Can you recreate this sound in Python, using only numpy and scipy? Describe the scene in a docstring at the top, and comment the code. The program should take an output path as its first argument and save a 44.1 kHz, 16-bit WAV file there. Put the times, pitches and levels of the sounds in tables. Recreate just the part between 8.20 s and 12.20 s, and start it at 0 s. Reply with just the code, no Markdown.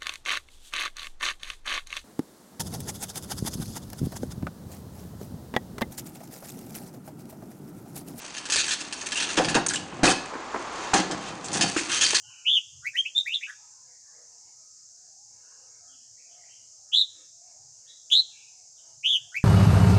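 """First comes the rattle of a kick scooter: rough asphalt shakes its loose metal parts and rumbles under
its wheels, and every push makes it clatter. It bumps up a small wooden ramp, whose boards drum and ring.
The rider lands on top, swings the deck round, drops it back on the boards and rides off towards us.
House and garage walls throw the sound back; a soft outdoor rush lies behind."""
import sys
import numpy as np
from scipy import signal
from scipy.fft import rfft, irfft, next_fast_len
from scipy.io import wavfile

SR = 44100
rng = np.random.default_rng(int(sys.argv[2]) if len(sys.argv) > 2 else 0)


def bounce(signal):
    """Save signal as a 16-bit WAV file at the path given by the first command-line argument."""
    frames = np.transpose(np.atleast_2d(signal))
    limited = np.clip(frames, -1, 1)
    pcm = np.round(limited * 32767).astype(np.int16)
    wavfile.write(sys.argv[1], SR, pcm)


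N = 176400   # 4 seconds
CUTOFF_HZ = 10000
GRIT_PER_S, GRIT_SPREAD_DB = 1400, 4


def amp(db):
    """Turn decibels into a factor to multiply by."""
    return 10 ** (np.asarray(db) / 20)


def rms_one(x):
    """Scale a sound to an average power of 1."""
    return x / np.sqrt(np.mean(x ** 2) + 1e-20)


def level(rows):
    """A volume curve through (time [s], level [dB]) points, silent before and after."""
    s, db = np.transpose(rows)
    return amp(np.interp(np.arange(N) / SR, s, db, left=-120, right=-120))


def drift(rate_hz):
    """A smooth random wobble, about 1 in size."""
    pole = np.exp(-2 * np.pi * rate_hz / SR)
    return rms_one(signal.lfilter([1], [1, -2 * pole, pole * pole], rng.standard_normal(N + SR))[SR:])


def colour(x, spectrum, modes=(), tilt_db=0):
    """Shape the tone with a broad curve, ringing notes (modes) and a brightness tilt in dB per octave."""
    size = next_fast_len(len(x) + SR // 4, True)
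    hz = np.maximum(np.arange(size // 2 + 1) * SR / size, 1)
    points, db = np.transpose(spectrum)
    octaves = np.log2(np.clip(hz, points[0], points[-1]))
    gain = amp(np.interp(np.log(hz), np.log(points), db) + tilt_db * octaves)
    peaks = sum(amp(boost) ** 2 / (1 + ((hz - pitch) * 2 * np.pi * t60 / np.log(1000)) ** 2)
                for pitch, boost, t60 in modes)
    gain *= np.sqrt(1 + peaks)
    gain /= np.sqrt(np.mean(gain ** 2 * (hz < CUTOFF_HZ)))
    # make the ringing come after each hit, never before it
    cepstrum = irfft(np.log(gain), size)
    cepstrum[1:(size + 1) // 2] *= 2
    cepstrum[size // 2 + 1:] = 0
    return irfft(rfft(x, size) * np.exp(rfft(cepstrum)), size)[:len(x)]


def grains(per_s, spread_db, size):
    """Tiny random taps of uneven strength."""
    strengths = amp(spread_db * np.minimum(rng.exponential(1, size), 3)) * rng.choice([-1, 1], size)
    return rms_one(strengths * (rng.random(size) < per_s / SR))


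def burst(length_s, t60, strike):
    """A first hit of height strike, then chatter that holds for length_s and fades 60 dB in t60 seconds."""
    t = np.arange(SR // 3) / SR
    shape = amp(-60 * np.maximum(t - length_s, 0) / t60)
    chatter = rms_one(shape * grains(per_s=4000, spread_db=2, size=len(t))) * np.sqrt(np.mean(shape ** 2))
    chatter[0] += strike
    return chatter


def ring(hz, t60):
    """One struck note that dies away."""
    t = np.arange(SR // 3) / SR
    return np.sin(2 * np.pi * hz * t) * amp(-60 * t / t60)


def place(events):
    """Lay (time [s], level [dB], sound) events on one track."""
    out = np.zeros(N)
    for s, db, sound in events:
        start = int(s * SR)
        out[start:start + len(sound)] += amp(db) * sound[:N - start]
    return out


# tone of metal hitting metal: (frequency [Hz], level [dB])
METAL_TONE = [(300, -23.5), (900, -19), (1500, -4.5), (2200, -6.5), (3000, -2), (5000, 0), (6800, -0.5),
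              (8200, -1.5), (10000, -11)]
# notes the frame rings at: (pitch [Hz], boost [dB], fade time [s])
FRAME_MODES = [(1738, 8.5, 0.022), (2510, 7.5, 0.023), (2722, 9.5, 0.047), (3135, 8.5, 0.082),
               (3550, 1, 0.14), (4160, -0.5, 0.046), (4620, 1, 0.037), (4900, -0.5, 0.056),
               (6500, -5.5, 0.056), (6380, 5, 0.022)]
def metal(taps, tilt_db):
    """Each contact meets the frame at another spot and load, so its tone and ringing notes vary a little."""
    variety_db, pitch_spread = 3, 0.0039
    points, db = np.transpose(METAL_TONE)
    hz = np.geomspace(points[0], points[-1], num=40)
    spot_db = np.interp(np.log(hz), np.log(points), db) + variety_db * rng.standard_normal(len(hz))
    modes = [(pitch * (1 + pitch_spread * rng.standard_normal()), boost, t60)
             for pitch, boost, t60 in FRAME_MODES]
    return colour(taps, np.column_stack([hz, spot_db]), modes, tilt_db)


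# how hard the asphalt shakes the frame: (time [s], level [dB])
RATTLE_LEVEL = [(0, -40), (.24, -45.5), (.34, -38), (.46, -34.5), (.58, -42), (.68, -41), (.9, -37),
                (1.0, -33), (1.14, -35.5), (1.32, -37.5), (1.45, -65), (1.55, -37.5), (1.64, -53),
                (3.22, -48), (3.36, -33.5), (3.5, -32.5), (3.66, -38), (3.75, -29), (4, -22.5)]
def rattle():
    """Grit shakes four loose parts, each flickering in loudness on its own."""
    flicker_db = 6
    parts = sum(amp(flicker_db * drift(46)) * metal(grains(GRIT_PER_S, GRIT_SPREAD_DB, N), tilt_db=-0.7)
                for _ in range(4))
    return level(RATTLE_LEVEL) * rms_one(parts)


# loudness of the wheels on asphalt: (time [s], level [dB])
RUMBLE_LEVEL = [(0, -48), (.22, -46), (.33, -43), (.55, -45.5), (.85, -44), (1.15, -39), (1.6, -59),
                (1.7, -43), (3.3, -88), (3.5, -43.5), (3.8, -40.5), (4, -51)]
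# tone of that rumble: (frequency [Hz], level [dB])
RUMBLE_TONE = [(25, -14.5), (70, -5), (160, 1.5), (300, 8), (500, -1), (900, 3), (1700, -3), (3000, -3),
               (9000, -52.5)]
def asphalt_rumble():
    """Hard wheels run over grit, and the many tiny bumps blur into a rumble."""
    return level(RUMBLE_LEVEL) * colour(grains(GRIT_PER_S, GRIT_SPREAD_DB, N), RUMBLE_TONE)


# loudness of the outdoor rush: (time [s], level [dB])
RUSH_LEVEL = [(0, -56.5), (.9, -47.5), (1.65, -48.5), (2.05, -39), (2.3, -37.5), (2.5, -35.5), (2.7, -34.5),
              (3.0, -40), (3.25, -43), (4, -45)]
# tone of that rush: (frequency [Hz], level [dB])
RUSH_TONE = [(15, -40.5), (25, -18), (195, -13.5), (331, -4.5), (619, -7), (1070, -2), (1490, -9),
             (2720, -17.5), (3320, -20), (5210, -22.5), (6060, -24), (7220, -21), (10000, -66)]
def outdoor_rush():
    """A soft background noise swells and eases off."""
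    return level(RUSH_LEVEL) * colour(rng.standard_normal(N), RUSH_TONE)


# tone of the echoes: (frequency [Hz], level [dB])
WALL_TONE = [(60, 3.5), (300, 2), (1500, 0), (4500, 3.5), (10000, -5)]
def wall_echoes(sound):
    """The walls and the open garage throw back many small, quickly fading echoes."""
    t60, delay_s = 0.44, 0.021
    t = np.arange(SR // 2) / SR
    echoes = colour(grains(per_s=2500, spread_db=4, size=len(t)), WALL_TONE)
    echoes *= amp(-60 * t / t60) * np.clip(t / delay_s - .5, 0, 1)
    return signal.fftconvolve(sound, echoes / np.linalg.norm(echoes))[:N]


# hard metal hits: (time [s], level [dB])
CLACK_HITS = [(0.1788, -35), (0.322, -17), (0.3592, -18), (0.3646, -18.5), (1.3498, -19.5), (1.4653, -27.5),
              (1.537, -24), (1.5583, -25), (3.95, -24)]
def clacks():
    """The steering joint and the deck clack, short and hard."""
    return place((s, db, colour(burst(length_s=0.001, t60=0.014, strike=3.5), METAL_TONE))
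                 for s, db in CLACK_HITS)


# jolts to the loose parts: (time [s], level [dB], length [s], brightness [dB per octave])
CLATTER_HITS = [(0.181, -33.5, 0.0035, 1), (0.255, -33.5, 0.0092, -2.5), (0.3, -26, 0.006, 0),
                (0.3253, -21, 0.02, 0), (0.36, -24, 0.023, -1), (0.388, -23.5, 0.026, 0),
                (0.481, -27, 0.017, -2), (0.508, -24.5, 0.03, 0), (0.606, -32.5, 0.0076, 2),
                (0.726, -29.5, 0.0062, 1), (0.812, -34, 0.0049, 1), (0.861, -33.5, 0.0042, 0.5),
                (0.92, -27, 0.0065, -3), (0.958, -31, 0.026, 1), (1.001, -27, 0.0072, -1.5),
                (1.024, -26.5, 0.012, -2.5), (1.091, -31, 0.019, -3), (1.173, -23.5, 0.016, -5.5),
                (1.2466, -25.5, 0.005, -3), (1.2857, -26.5, 0.022, -3.5), (1.345, -21, 0.019, -5),
                (1.496, -28.5, .012, 1.5), (1.5355, -30.5, 0.023, 2), (1.834, -19, 0.027, -1.5),
                (1.866, -22.5, 0.052, 1.5), (2.739, -16, 0.0041, 0.5), (2.763, -27, 0.043, -2),
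                (2.9117, -32, 0.01, -0.5), (3.244, -36, 0.015, 5), (3.3307, -31, 0.01, 11),
                (3.3467, -27.5, 0.01, 1.5), (3.371, -26.5, 0.0043, 4), (3.41, -18.5, 0.02, 0),
                (3.568, -27, 0.026, -1.5), (3.696, -29.5, 0.026, -2.5), (3.7173, -26, 0.062, -2),
                (3.811, -18.5, 0.033, 0), (3.946, -22, 0.0046, -3.5)]
def clatters():
    """Pushes and bumps make loose parts bounce against the frame."""
    return place((s, db, metal(burst(length_s, t60=0.081, strike=8.7), tilt_db))
                 for s, db, length_s, tilt_db in CLATTER_HITS)


# knocks of shoes and wheels: (time [s], level [dB], brightness [dB per octave])
KNOCK_HITS = [(0.294, -35.5, -1), (0.3586, -32, 1.5), (1.4637, -28.5, 11), (2.137, -32, 0.5),
              (2.154, -30, 0.5), (2.343, -23.5, 0), (2.36, -25.5, -0.5), (2.9, -32, -5), (2.917, -34, -2),
              (3.5647, -25.5, -2), (3.9326, -27.5, -0.5)]
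# tone of a knock: (frequency [Hz], level [dB])
KNOCK_TONE = [(50, -26.5), (150, -17), (300, 4.5), (600, -1.5), (1100, -0.5), (1900, -8.5), (3200, -31),
              (9000, -39.5)]
def knocks():
    """Shoes and wheels strike with a short, dull sound."""
    return place((s, db, colour(burst(length_s=0.0029, t60=0.052, strike=8.2), KNOCK_TONE, tilt_db=tilt))
                 for s, db, tilt in KNOCK_HITS)


# low thuds of a pushing foot and the rider's weight coming down: (time [s], peak level [dB], pitch [Hz])
THUMP_HITS = [(0.36, -40, 79), (1.36, -25, 205), (1.836, -16, 116), (2.736, -24, 161), (3.564, -23, 316)]
def thumps():
    """A pushing foot or the rider's landing weight thuds with one low, brief note."""
    return place((s, db, ring(hz, t60=0.066)) for s, db, hz in THUMP_HITS)


# single metal parts ringing: (time [s], pitch [Hz], level [dB], length [s])
CLINK_HITS = [(0.955, 2760, -30.5, 0.059), (0.993, 3320, -34, 0.061), (1.177, 3220, -25, 0.014),
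              (1.349, 3200, -29, 0.013), (1.4635, 6560, -23, 0.0038), (1.464, 8600, -26.5, 0.0064),
              (1.485, 6340, -21, 0.0047), (1.506, 1620, -31.5, 0.014), (1.536, 1690, -31, 0.0083),
              (1.5575, 2990, -30, 0.016), (1.557, 3570, -37, 0.0038), (1.877, 2590, -15, 0.0017),
              (2.744, 6350, -29.5, 0.041), (3.414, 4930, -24, 0.01), (3.564, 1410, -24.5, 0.0036),
              (3.578, 2130, -35, 0.015), (3.814, 3220, -28, 0.018), (3.846, 4600, -22, 0.026),
              (3.95, 4420, -21.5, 0.024), (3.951, 6300, -21.5, 0.0079)]
def clinks():
    """A small part chatters and rings around its own pitch."""
    width = 0.072   # as a share of the pitch
    events = []
    for s, hz, db, length_s in CLINK_HITS:
        chatter = burst(length_s, t60=0.023, strike=6.2)
        ringing = signal.lfilter(*signal.iirpeak(hz, 1 / width, fs=SR), chatter)
        ringing *= np.linalg.norm(chatter) / np.linalg.norm(ringing)   # as strong as the chatter
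        events.append((s, db, ringing))
    return place(events)


# loudness of the wheels going up and down the ramp: (time [s], level [dB])
UP_LEVEL = [(1.17, -63), (1.22, -35), (1.33, -30.5), (1.41, -44), (1.47, -42), (1.58, -36.5), (1.7, -44.5),
            (1.83, -36)]
DOWN_LEVEL = [(2.78, -54), (2.85, -44), (2.93, -32), (3.02, -41), (3.26, -43), (3.36, -33), (3.43, -26),
              (3.49, -38), (3.55, -53)]
# tone of wheels on wood: (frequency [Hz], level [dB])
DRUM_TONE = [(40, -25), (90, -2), (160, 2), (300, -2.5), (600, -10), (1200, -13.5), (2500, -22),
             (8000, -53.5)]
# notes the ramp rings at: (pitch [Hz], boost [dB], fade time [s])
RAMP_MODES = [(174, 1.5, 0.037), (272, 1, 0.2), (321, 7, 0.05), (402, 1.1, 0.16), (514, 3.2, 0.067),
              (702, 8.1, 0.092), (785, 11.2, 0.039), (866, 6, 0.067), (1007, 3.1, 0.048), (1353, 3, 0.046),
              (1620, 1.4, 0.013)]
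def ramp_drumming():
    """The wheels drum on the boards, sounding brighter on the way down."""
    up = colour(grains(GRIT_PER_S, GRIT_SPREAD_DB, N), DRUM_TONE, RAMP_MODES)
    down = colour(grains(GRIT_PER_S, GRIT_SPREAD_DB, N), DRUM_TONE, RAMP_MODES, tilt_db=2)
    return level(UP_LEVEL) * up + level(DOWN_LEVEL) * down


# blows on the ramp:
# (time [s], level [dB], length [s], brightness [dB per octave], board pitch [Hz], board peak [dB])
RAMP_HITS = [(1.177, -19, 0.017, 1.5, 563, -20), (1.198, -25, 0.0066, -0.5, 501, -16),
             (1.207, -28.5, 0.0065, 0, 750, -14.5), (1.351, -24, 0.0056, -0.5, 484, -16.5),
             (1.357, -25.5, 0.026, -3, 308, -14), (1.366, -22.5, 0.011, 2, 937, -15),
             (1.8321, -17, 0.0033, -1.5, 274, -9.5), (1.8405, -16, 0.017, 3, 798, -12.5),
             (1.87, -22, 0.022, 1.5, 322, -17), (1.879, -23.5, 0.039, 2, 513, -17),
             (2.735, -17.5, 0.025, 1, 312, -16.5), (2.789, -25, 0.011, -1.5, 810, -21)]
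# tone of struck wood: (frequency [Hz], level [dB])
WOOD_TONE = [(40, -38.5), (90, -21), (160, -0.5), (300, 4), (600, -2.5), (1000, -2), (1800, -7),
             (3000, -17), (8000, -25.5)]
def ramp_blows():
    """Each blow rattles the whole ramp and bends one board, which rings."""
    events = []
    for s, db, length_s, tilt_db, board_hz, board_db in RAMP_HITS:
        chatter = burst(length_s, t60=0.14, strike=12.6)
        events.append((s, db, colour(chatter, WOOD_TONE, RAMP_MODES, tilt_db)))
        events.append((s, board_db, ring(board_hz, t60=0.057)))
    return place(events)


# loudness of the swinging deck: (time [s], level [dB])
SWISH_LEVEL = [(2.3, -52), (2.5, -52.5), (2.62, -39.5), (2.72, -44.5), (2.95, -52), (3.09, -39),
               (3.15, -57)]
# tone of its swish: (frequency [Hz], level [dB])
SWISH_TONE = [(800, -2), (2000, -4), (3200, 0.5), (5000, -2), (6800, -2), (9000, -14.5)]
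def deck_swish():
    """The deck, the plate you stand on, swings round the steering column with a metallic hiss."""
    return level(SWISH_LEVEL) * colour(rng.standard_normal(N), SWISH_TONE, FRAME_MODES)


def scene():
    """Mix the ride, its echoes and the outdoor rush into one channel."""
    wheel_flicker_db, echo_db = 0.7, -14.5
    metal_parts = rattle() + clacks() + clatters() + clinks() + deck_swish()
    wheels = (asphalt_rumble() + ramp_drumming()) * amp(wheel_flicker_db * drift(42))
    ride = metal_parts + wheels + knocks() + thumps() + ramp_blows()
    return (ride + amp(echo_db) * wall_echoes(ride) + outdoor_rush())[None]


def record(dry):
    """Round off the loudest peaks and cut the highest treble."""
    ceiling = 0.4
    rounded = ceiling * np.tanh(dry / ceiling)
    return signal.sosfilt(signal.ellip(12, .2, 75, CUTOFF_HZ, fs=SR, output="sos"), rounded)


dry = scene()
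out = record(dry)
bounce(out)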